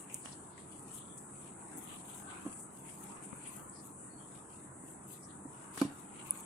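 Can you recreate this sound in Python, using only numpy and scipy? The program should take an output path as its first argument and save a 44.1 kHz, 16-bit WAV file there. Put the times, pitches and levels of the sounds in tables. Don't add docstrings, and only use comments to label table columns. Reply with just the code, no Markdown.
import sys
import numpy as np
from scipy import signal
from scipy.fft import rfft, irfft, next_fast_len
from scipy.io import wavfile
from scipy.ndimage import uniform_filter1d

SR = 44100
rng = np.random.default_rng(int(sys.argv[2]) if len(sys.argv) > 2 else 0)


def dump_mix(stems):
    frames = np.atleast_2d(stems).T
    limited = np.clip(frames, -1, 1)
    pcm = np.round(limited * 32767).astype(np.int16)
    wavfile.write(sys.argv[1], SR, pcm)


N = 284445

# (frequency [Hz], coherence [0..1])
ROOM_COHERENCE = [(30, 0.049), (60, 0.86), (130, 0.96), (290, 0.98), (640, 0.11), (1400, 0.057)]


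def gain_of(db):
    return 10 ** (np.asarray(db) / 20)


def unit_rms(x):
    return x / np.sqrt(np.mean(x ** 2) + 1e-20)


def curve_at(points, hz):
    f, value = np.transpose(points)
    return np.interp(np.log(hz + 1), np.log(f + 1), value)


def pan(balance_db):
    return gain_of(np.array([[.5], [-.5]]) * balance_db)


def add(mix, start_s, sound):
    part = mix[:, round(start_s * SR):][:, :sound.shape[1]]
    part += sound[:, :part.shape[1]]


def coloured(x, colour):
    size = next_fast_len(x.shape[1])
    gain = gain_of(curve_at(colour, np.fft.rfftfreq(size, 1 / SR)))
    return unit_rms(irfft(rfft(x, size) * gain, size)[:, :x.shape[1]])


def resonance(x, hz, width_hz):
    for _ in range(3):
        x = signal.lfilter(*signal.iirpeak(hz, hz / width_hz, fs=SR), x)
    return unit_rms(x)


def drift(per_s):
    knots = np.arange(0, N / SR + 1, 1 / per_s)
    return unit_rms(np.interp(np.arange(N) / SR, knots, rng.standard_normal(len(knots))))


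def stroke(peak_s, half_length_s, rise=0.91, fall=1.02):
    t = np.arange(N) / SR - peak_s
    return np.exp(-.5 * (t / (half_length_s * np.where(t < 0, rise, fall))) ** 2)


def strokes(rows):
    return np.sqrt(sum((gain_of(db) * stroke(s, half_length)) ** 2 for s, db, half_length in rows))


def friction(colour, patchy_db, grain_db, patch_bins):
    spectra = signal.stft(rng.standard_normal((2, N)), nperseg=512)[2]
    patches = uniform_filter1d(rng.standard_normal(spectra.shape[1:]), size=patch_bins, axis=0)
    patches = unit_rms(uniform_filter1d(patches, size=14, axis=1))
    rub = signal.istft(spectra * gain_of(patchy_db * np.tanh(patches)))[1][:, :N]
    return coloured(rub * gain_of(grain_db * drift(300)), colour)


def room_rumble(level_db=-54):
    # (frequency [Hz], relative level [dB])
    colour = [(12, -72), (22, -61), (45, -13), (65, -19.5), (86, -4), (107, -12.5), (134, 1.5), (167, -4.5),
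              (196, 2), (226, -4), (271, -3), (306, -1.5), (528, -12.5), (967, -11.5), (2080, -32),
              (2500, -37), (3250, -70), (5500, -120)]
    size = next_fast_len(N)
    left, other = rfft(rng.standard_normal((2, size)))
    coherence = curve_at(ROOM_COHERENCE, np.fft.rfftfreq(size, 1 / SR))
    right = coherence * left + np.sqrt(1 - coherence ** 2) * other
    pair = irfft(np.array([left, right]), size)[:, :N]
    return gain_of(level_db) * coloured(pair, colour) * pan(-1.45)


def hiss_and_whine(whine_hz=8001, flicker_db=1.5, wander_db=0.6, waver_db=2):
    # (frequency [Hz], relative level [dB])
    colour = [(2000, -66), (5000, -71), (6000, -9), (7000, 6), (8000, 14.5), (9000, 13), (10000, 11),
              (10700, 2), (11500, -39), (15000, -59)]
    # (time [s], level [dB])
    hiss_levels = [(0, -51), (0.05, -58), (0.12, -54.5), (0.35, -55), (0.65, -59.5), (0.9, -54), (1.6, -56),
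                   (1.75, -55), (2.25, -53), (2.43, -59), (2.52, -52.5), (2.7, -56), (3.5, -55.5),
                   (3.8, -56), (4.3, -56.5), (4.7, -57), (5.35, -54.5), (5.7, -54), (6.05, -57.5),
                   (6.45, -56)]
    whine_levels = [(0, -63), (0.6, -71), (0.95, -69), (1.3, -66), (2.1, -70), (2.6, -65), (3.3, -79),
                    (3.8, -77), (4.4, -71), (4.9, -68), (6.0, -89), (6.4, -62)]
    t = np.arange(N) / SR
    hiss_db = np.interp(t, *np.transpose(hiss_levels)) + flicker_db * drift(20) + wander_db * drift(6)
    whine_db = np.interp(t, *np.transpose(whine_levels)) + waver_db * drift(6.7)
    hiss = gain_of(hiss_db) * coloured(rng.standard_normal((2, N)), colour) * pan(4)
    return hiss + gain_of(whine_db) * np.sqrt(2) * np.sin(2 * np.pi * whine_hz * t)


def room_tail(x):
    # (frequency [Hz], t60 [s])
    decay = [(100, 0.31), (300, 0.2), (1000, 0.48), (4000, 0.51), (10000, 0.073)]
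    taps = np.zeros((2, SR // 2))
    slots = np.arange(300, SR // 2 - 20, 20)
    arrivals = slots + rng.integers(0, 20, (2, len(slots)))
    np.put_along_axis(taps, arrivals, rng.choice([-1., 1.], arrivals.shape), 1)
    hz, t, spectra = signal.stft(taps, SR, nperseg=256)
    coherence = curve_at(ROOM_COHERENCE, hz)[:, None]
    spectra[1] = coherence * spectra[0] + np.sqrt(1 - coherence ** 2) * spectra[1]
    tail = signal.istft(spectra * gain_of(-60 * t / curve_at(decay, hz)[:, None]), SR)[1]
    return signal.fftconvolve(x.mean(0)[None], tail / np.linalg.norm(tail[0]), axes=1)[:, :N]


def pings(rows):
    out, t = np.zeros((2, N)), np.arange(SR // 20) / SR
    lag_s = np.array([[1.5e-5], [0]])
    for s, db, hz, balance_db, swell_ms in rows:
        age = 1000 * t / swell_ms
        swell = age ** 2 * np.exp(-age)
        tone = np.sin(2 * np.pi * hz * (t - lag_s))
        add(out, s, gain_of(db) * pan(balance_db) * swell / swell.max() * tone)
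    return out


def microphone_bumps():
    # (time [s], level [dB], pitch [Hz], balance [dB], swell time [ms])
    bumps = [(3.096, -50, 950, -11, 2.3), (3.328, -47, 210, 28, 1.25), (3.329, -48, 1120, 20, 0.7),
             (3.331, -53, 524, 10, 2.6)]
    return pings(bumps)


def plate_drag(rest_db=-61):
    # (time [s], level [dB], half-length [s])
    slides = [(1.78, -58.5, 0.21), (2.36, -53.5, 0.11), (3.1, -57.5, 0.15), (3.57, -58, 0.14),
              (5.73, -59, 0.32), (6.27, -59.5, 0.19)]
    # (frequency [Hz], relative level [dB])
    colour = [(60, -4), (300, 0.5), (600, -4.5), (900, 4.5), (1200, 4), (1550, -3), (2000, -6.5),
              (3000, -23), (6000, -110)]
    sliding = np.hypot(strokes(slides), gain_of(rest_db))
    return friction(colour, patchy_db=9, grain_db=0, patch_bins=2) * sliding


def hand_rustle():
    # (time [s], level [dB], half-length [s])
    rubs = [(0.11, -61.5, 0.055), (0.276, -57, 0.024), (0.59, -64, 0.028), (1.5, -66, 0.091),
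            (1.91, -57.5, 0.044), (2.1, -64, 0.19), (2.33, -52.5, 0.034), (3.1, -62, 0.14),
            (3.48, -59, 0.055), (5.815, -60, 0.065), (6.27, -56.5, 0.14)]
    # (frequency [Hz], relative level [dB])
    colour = [(700, -1), (1500, -5), (2500, 6.5), (3300, 0), (4200, -5.5), (5500, -24), (8000, 8.5),
              (13000, -54), (16000, -48)]
    return friction(colour, patchy_db=4.4, grain_db=2.6, patch_bins=7) * strokes(rubs) * pan(0.5)


def brush_and_grip(grip_db=-70, wander_db=5.5, shifts_per_s=11, stir_db=-7.5, balance_db=9.5):
    # (time [s], level [dB], half-length [s])
    brushes = [(0.0, -59, 0.035), (0.15, -58, 0.036), (0.80, -80, 0.015), (0.96, -56.5, 0.024),
               (1.19, -63.5, 0.041), (1.78, -53.5, 0.01), (1.855, -55, 0.043), (1.95, -61, 0.027),
               (2.09, -57.5, 0.028), (2.18, -57, 0.035), (2.6, -60, 0.028), (2.78, -61, 0.043),
               (2.9, -64, 0.047), (3.01, -58, 0.046), (3.36, -65, 0.016), (3.555, -54, 0.037),
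               (3.62, -66, 0.049), (3.87, -59.5, 0.033), (4.89, -61.5, 0.037), (5.115, -54.5, 0.027),
               (5.165, -62, 0.035), (5.79, -55, 0.035), (5.97, -68, 0.073), (6.27, -56, 0.024),
               (6.375, -56.5, 0.052)]
    # (frequency [Hz], relative level [dB])
    brush_colour = [(4000, -79), (6500, 7.5), (8500, 6), (10300, 11), (11500, 6), (13500, 5.5),
                    (14500, -14), (16000, -10)]
    grip_colour = [(1000, -30), (2500, 3), (3500, -1.5), (5000, -6.5), (6000, -3.5), (10000, 8.5),
                   (11500, -4), (16000, -44)]
    brushing = strokes(brushes)
    brush = friction(brush_colour, patchy_db=7, grain_db=2, patch_bins=4) * brushing
    shifting = gain_of(grip_db + wander_db * drift(shifts_per_s))
    gripping = np.hypot(shifting, gain_of(stir_db) * brushing)
    grip = friction(grip_colour, patchy_db=9, grain_db=2.5, patch_bins=3) * gripping
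    return brush * pan(balance_db), grip * pan(balance_db)


def scuffs(trim_db=-1, grain_db=0.5):
    # (time [s], level [dB], half-length [s], pitch [Hz], bandwidth [Hz])
    contacts = [(0.095, -65, 0.0096, 2670, 500), (0.263, -55, 0.008, 3020, 3000),
                (0.29, -57.5, 0.037, 4670, 4250), (0.58, -64, 0.049, 3700, 2660),
                (0.806, -51, 0.021, 9300, 3480), (0.921, -52, 0.007, 8150, 1800),
                (0.955, -51, 0.017, 8800, 3500), (0.993, -66, 0.054, 3280, 1500),
                (1.12, -66.5, 0.038, 3370, 500), (1.192, -46, 0.013, 8350, 3460),
                (1.47, -67, 0.023, 2860, 1500), (1.745, -57.5, 0.021, 1500, 820),
                (1.913, -57, 0.04, 3120, 1310), (2.054, -62.5, 0.4, 770, 188),
                (2.107, -62, 0.034, 3330, 1500), (2.314, -59, 0.076, 1526, 130),
                (2.61, -49.5, 0.019, 8550, 3500), (2.885, -61, 0.037, 2300, 1400),
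                (3.249, -50.5, 0.024, 8750, 2800), (3.355, -66, 0.071, 2380, 900),
                (3.438, -45, 0.006, 8440, 2000), (3.486, -47.5, 0.013, 9400, 2000),
                (3.773, -64.5, 0.03, 4930, 1800), (4.152, -69, 0.039, 4400, 260),
                (4.228, -70, 0.03, 3200, 500), (4.586, -86, 0.05, 3600, 700),
                (5.146, -66, 0.026, 3700, 2000), (5.24, -65.5, 0.025, 5600, 2000),
                (5.316, -72.5, 0.032, 3540, 1800), (5.563, -71, 0.034, 3080, 2500),
                (5.813, -53, 0.039, 4020, 6000), (6.313, -49, 0.012, 10000, 1500)]
    noise = rng.standard_normal((2, N)) * gain_of(grain_db * drift(400))
    scuffing = sum(gain_of(db) * stroke(s, half_length) * resonance(noise, hz, width_hz)
                   for s, db, half_length, hz, width_hz in contacts)
    return gain_of(trim_db) * scuffing * pan(5.5)


def handling(pressure_db=3, slips_per_s=55):
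    drag, rustle = plate_drag(), hand_rustle()
    brush, grip = brush_and_grip()
    rubbing = rustle + brush + scuffs()
    pressure = unit_rms(gain_of(pressure_db * drift(slips_per_s)))
    return drag + grip + pressure * rubbing


def plastic_ticks(low_cut_hz=5900):
    # (time [s], level [dB], pitch [Hz], balance [dB], swell time [ms])
    snaps = [(0.1440, -18.5, 8440, 1, 0.11), (0.1478, -27, 8750, -12, 0.043), (0.228, -43, 9000, 0, 0.57),
             (0.7945, -41, 9500, 0, .3), (0.9157, -41, 8000, 10, 0.52), (1.1776, -40, 9100, 3.5, .3),
             (1.772, -38, 8300, 3.5, 0.23), (3.225, -42, 8160, 1, .4), (3.3846, -41, 8550, 4, .4),
             (3.4775, -37, 9300, -2, 0.44), (3.6955, -40.5, 7740, 7, 0.69), (5.7597, -35.5, 9200, 2, 0.2),
             (6.2257, -43, 8670, 6, .3), (6.3079, -11, 9860, -1, 0.19), (6.3083, -25, 12300, 0, 0.063),
             (6.3095, -33, 10000, -2, 0.31), (6.3742, -35, 8340, -2, 0.37), (6.4075, -33, 10100, -5, 0.088)]
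    return signal.sosfilt(signal.butter(4, low_cut_hz, "high", fs=SR, output="sos"), pings(snaps))


def corner_catches():
    # (time [s], level [dB], balance [dB], width [ms])
    catches = [(0.2582, -36, -10, .15), (5.775, -34, 0, .15), (5.7776, -34, 0, .2), (5.7972, -40, 2, .05),
               (5.8154, -29, 0, .1), (5.8165, -30, -2, .05)]
    out, t = np.zeros((2, N)), np.arange(SR // 100) / SR
    for s, db, balance_db, width_ms in catches:
        age = 1000 * t / width_ms
        pulse = age * (2 - age) * np.exp(-age)
        add(out, s, -gain_of(db) * pan(balance_db) * pulse / pulse.max())
    return out


def edge_clacks(trim_db=-10, ring_db=-3, ring_width_hz=1400):
    # (time [s], level [dB], balance [dB], ring pitch [Hz], t60 [s], treble corner [Hz])
    hits = [(0.096, -42.5, 2, 2490, 0.24, 6000), (0.249, -42, -4, 1300, 0.026, 9000),
            (0.2545, -33, 10, 9000, 0.023, 9000), (0.2581, -29, -12, 2880, 0.011, 6000),
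            (0.2635, -43, -2, 2620, 0.012, 8000), (0.272, -37, -2, 1500, .025, 4500),
            (0.578, -34.5, 4, 1950, 0.025, 4000), (1.873, -42, 4, 3170, 0.05, 4500),
            (2.463, -35, 8, 800, 0.031, 990), (3.328, -38, 9, 2000, 0.035, 1800),
            (5.775, -29.5, 1, 1410, 0.038, 9000), (5.7782, -32, 4, 1780, 0.032, 4500),
            (5.797, -33, 7, 3500, 0.02, 14000), (5.8147, -24, 5, 1800, 0.013, 14000),
            (5.822, -34, 0, 950, 0.05, 1500), (5.847, -36, -2, 1300, 0.02, 2000),
            (6.2616, -37, 0, 1990, 0.013, 4000)]
    # (frequency [Hz], relative level [dB])
    colour = [(200, 1), (600, 16.5), (1000, 12.5), (1550, 11), (2300, 1), (3200, 12), (4600, 2),
              (6000, 12.5), (9000, 21.5), (12000, 12), (14000, -20)]
    out, t = np.zeros((2, N)), np.arange(SR // 4) / SR
    for s, db, balance_db, hz, t60, treble_hz in hits:
        noise = rng.standard_normal((2, len(t)))
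        crack = coloured(noise, colour) + gain_of(ring_db) * resonance(noise, hz, ring_width_hz)
        crack *= gain_of(trim_db + db - 60 * t / t60) * pan(balance_db)
        add(out, s, signal.lfilter(*signal.butter(2, treble_hz, fs=SR), crack))
    return out


def counter_knocks(attack_s=0.001):
    # (time [s], level [dB], treble corner [Hz], bass corner [Hz])
    blows = [(0.258, -49, 400, 150), (1.753, -40, 497, 150), (1.7771, -39, 490, 150),
             (2.4524, -37.5, 500, 120), (2.4622, -27, 1290, 140), (2.482, -41, 900, 120),
             (2.497, -46, 485, 122), (4.836, -46, 400, 120), (5.454, -38, 500, 120), (5.776, -43, 2500, 70),
             (5.815, -14.5, 2780, 183), (5.8502, -27.5, 149, 90)]
    # (frequency [Hz], relative level [dB], t60 [s])
    body_modes = [(144, -17, 0.19), (207, -4.5, 0.065), (271, 0, 0.08), (281, -7, 0.15),
                  (312.6, -12.5, 0.16), (508, -8, 0.043), (574, -15, 0.032), (663, -23.5, 0.14),
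                  (810, -11, 0.038), (1042, -17, 0.096), (1174, -12.5, 0.026), (1234, -15, 0.032),
                  (1550, -8, 0.032), (1910, -36, 0.017), (2270, -22, 0.04), (2380, -24, 0.1),
                  (2770, -36, 0.024), (4230, -22, 0.06), (4600, -11, 0.035)]
    out, t = np.zeros((2, N)), np.arange(SR // 3) / SR
    hz, mode_db, t60 = np.transpose(body_modes)[:, :, None]
    for s, db, treble_hz, bass_hz in blows:
        bass_cut = signal.butter(3, bass_hz, "high", fs=SR)
        phase = rng.standard_normal((2, len(body_modes), 1)) * np.minimum((hz / 1000) ** 2, 2)
        envelopes = gain_of(mode_db - 60 * t / t60) / np.hypot(1, (hz / treble_hz) ** 2)
        modes = envelopes * np.sin(2 * np.pi * hz * t + phase)
        ring = signal.lfilter(*bass_cut, modes.sum(1) * (1 - np.exp(-t / attack_s)))
        add(out, s, -gain_of(db) * ring / abs(ring).max())
    return out * pan(-1.8)


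def scene(knock_wet_db=-20, clack_wet_db=-7, tick_wet_db=-19):
    knocks, clacks, ticks = counter_knocks(), edge_clacks() + corner_catches(), plastic_ticks()
    close = knocks + clacks + ticks + microphone_bumps() + handling()
    send = gain_of(knock_wet_db) * knocks + gain_of(clack_wet_db) * clacks + gain_of(tick_wet_db) * ticks
    return close + room_rumble() + hiss_and_whine() + room_tail(send)


def record(dry):
    low_pass = signal.firwin(255, cutoff=15900, window=("kaiser", 9), fs=SR)
    return signal.oaconvolve(dry, low_pass[None], "same", axes=1)


dry = scene()
out = record(dry)
dump_mix(out)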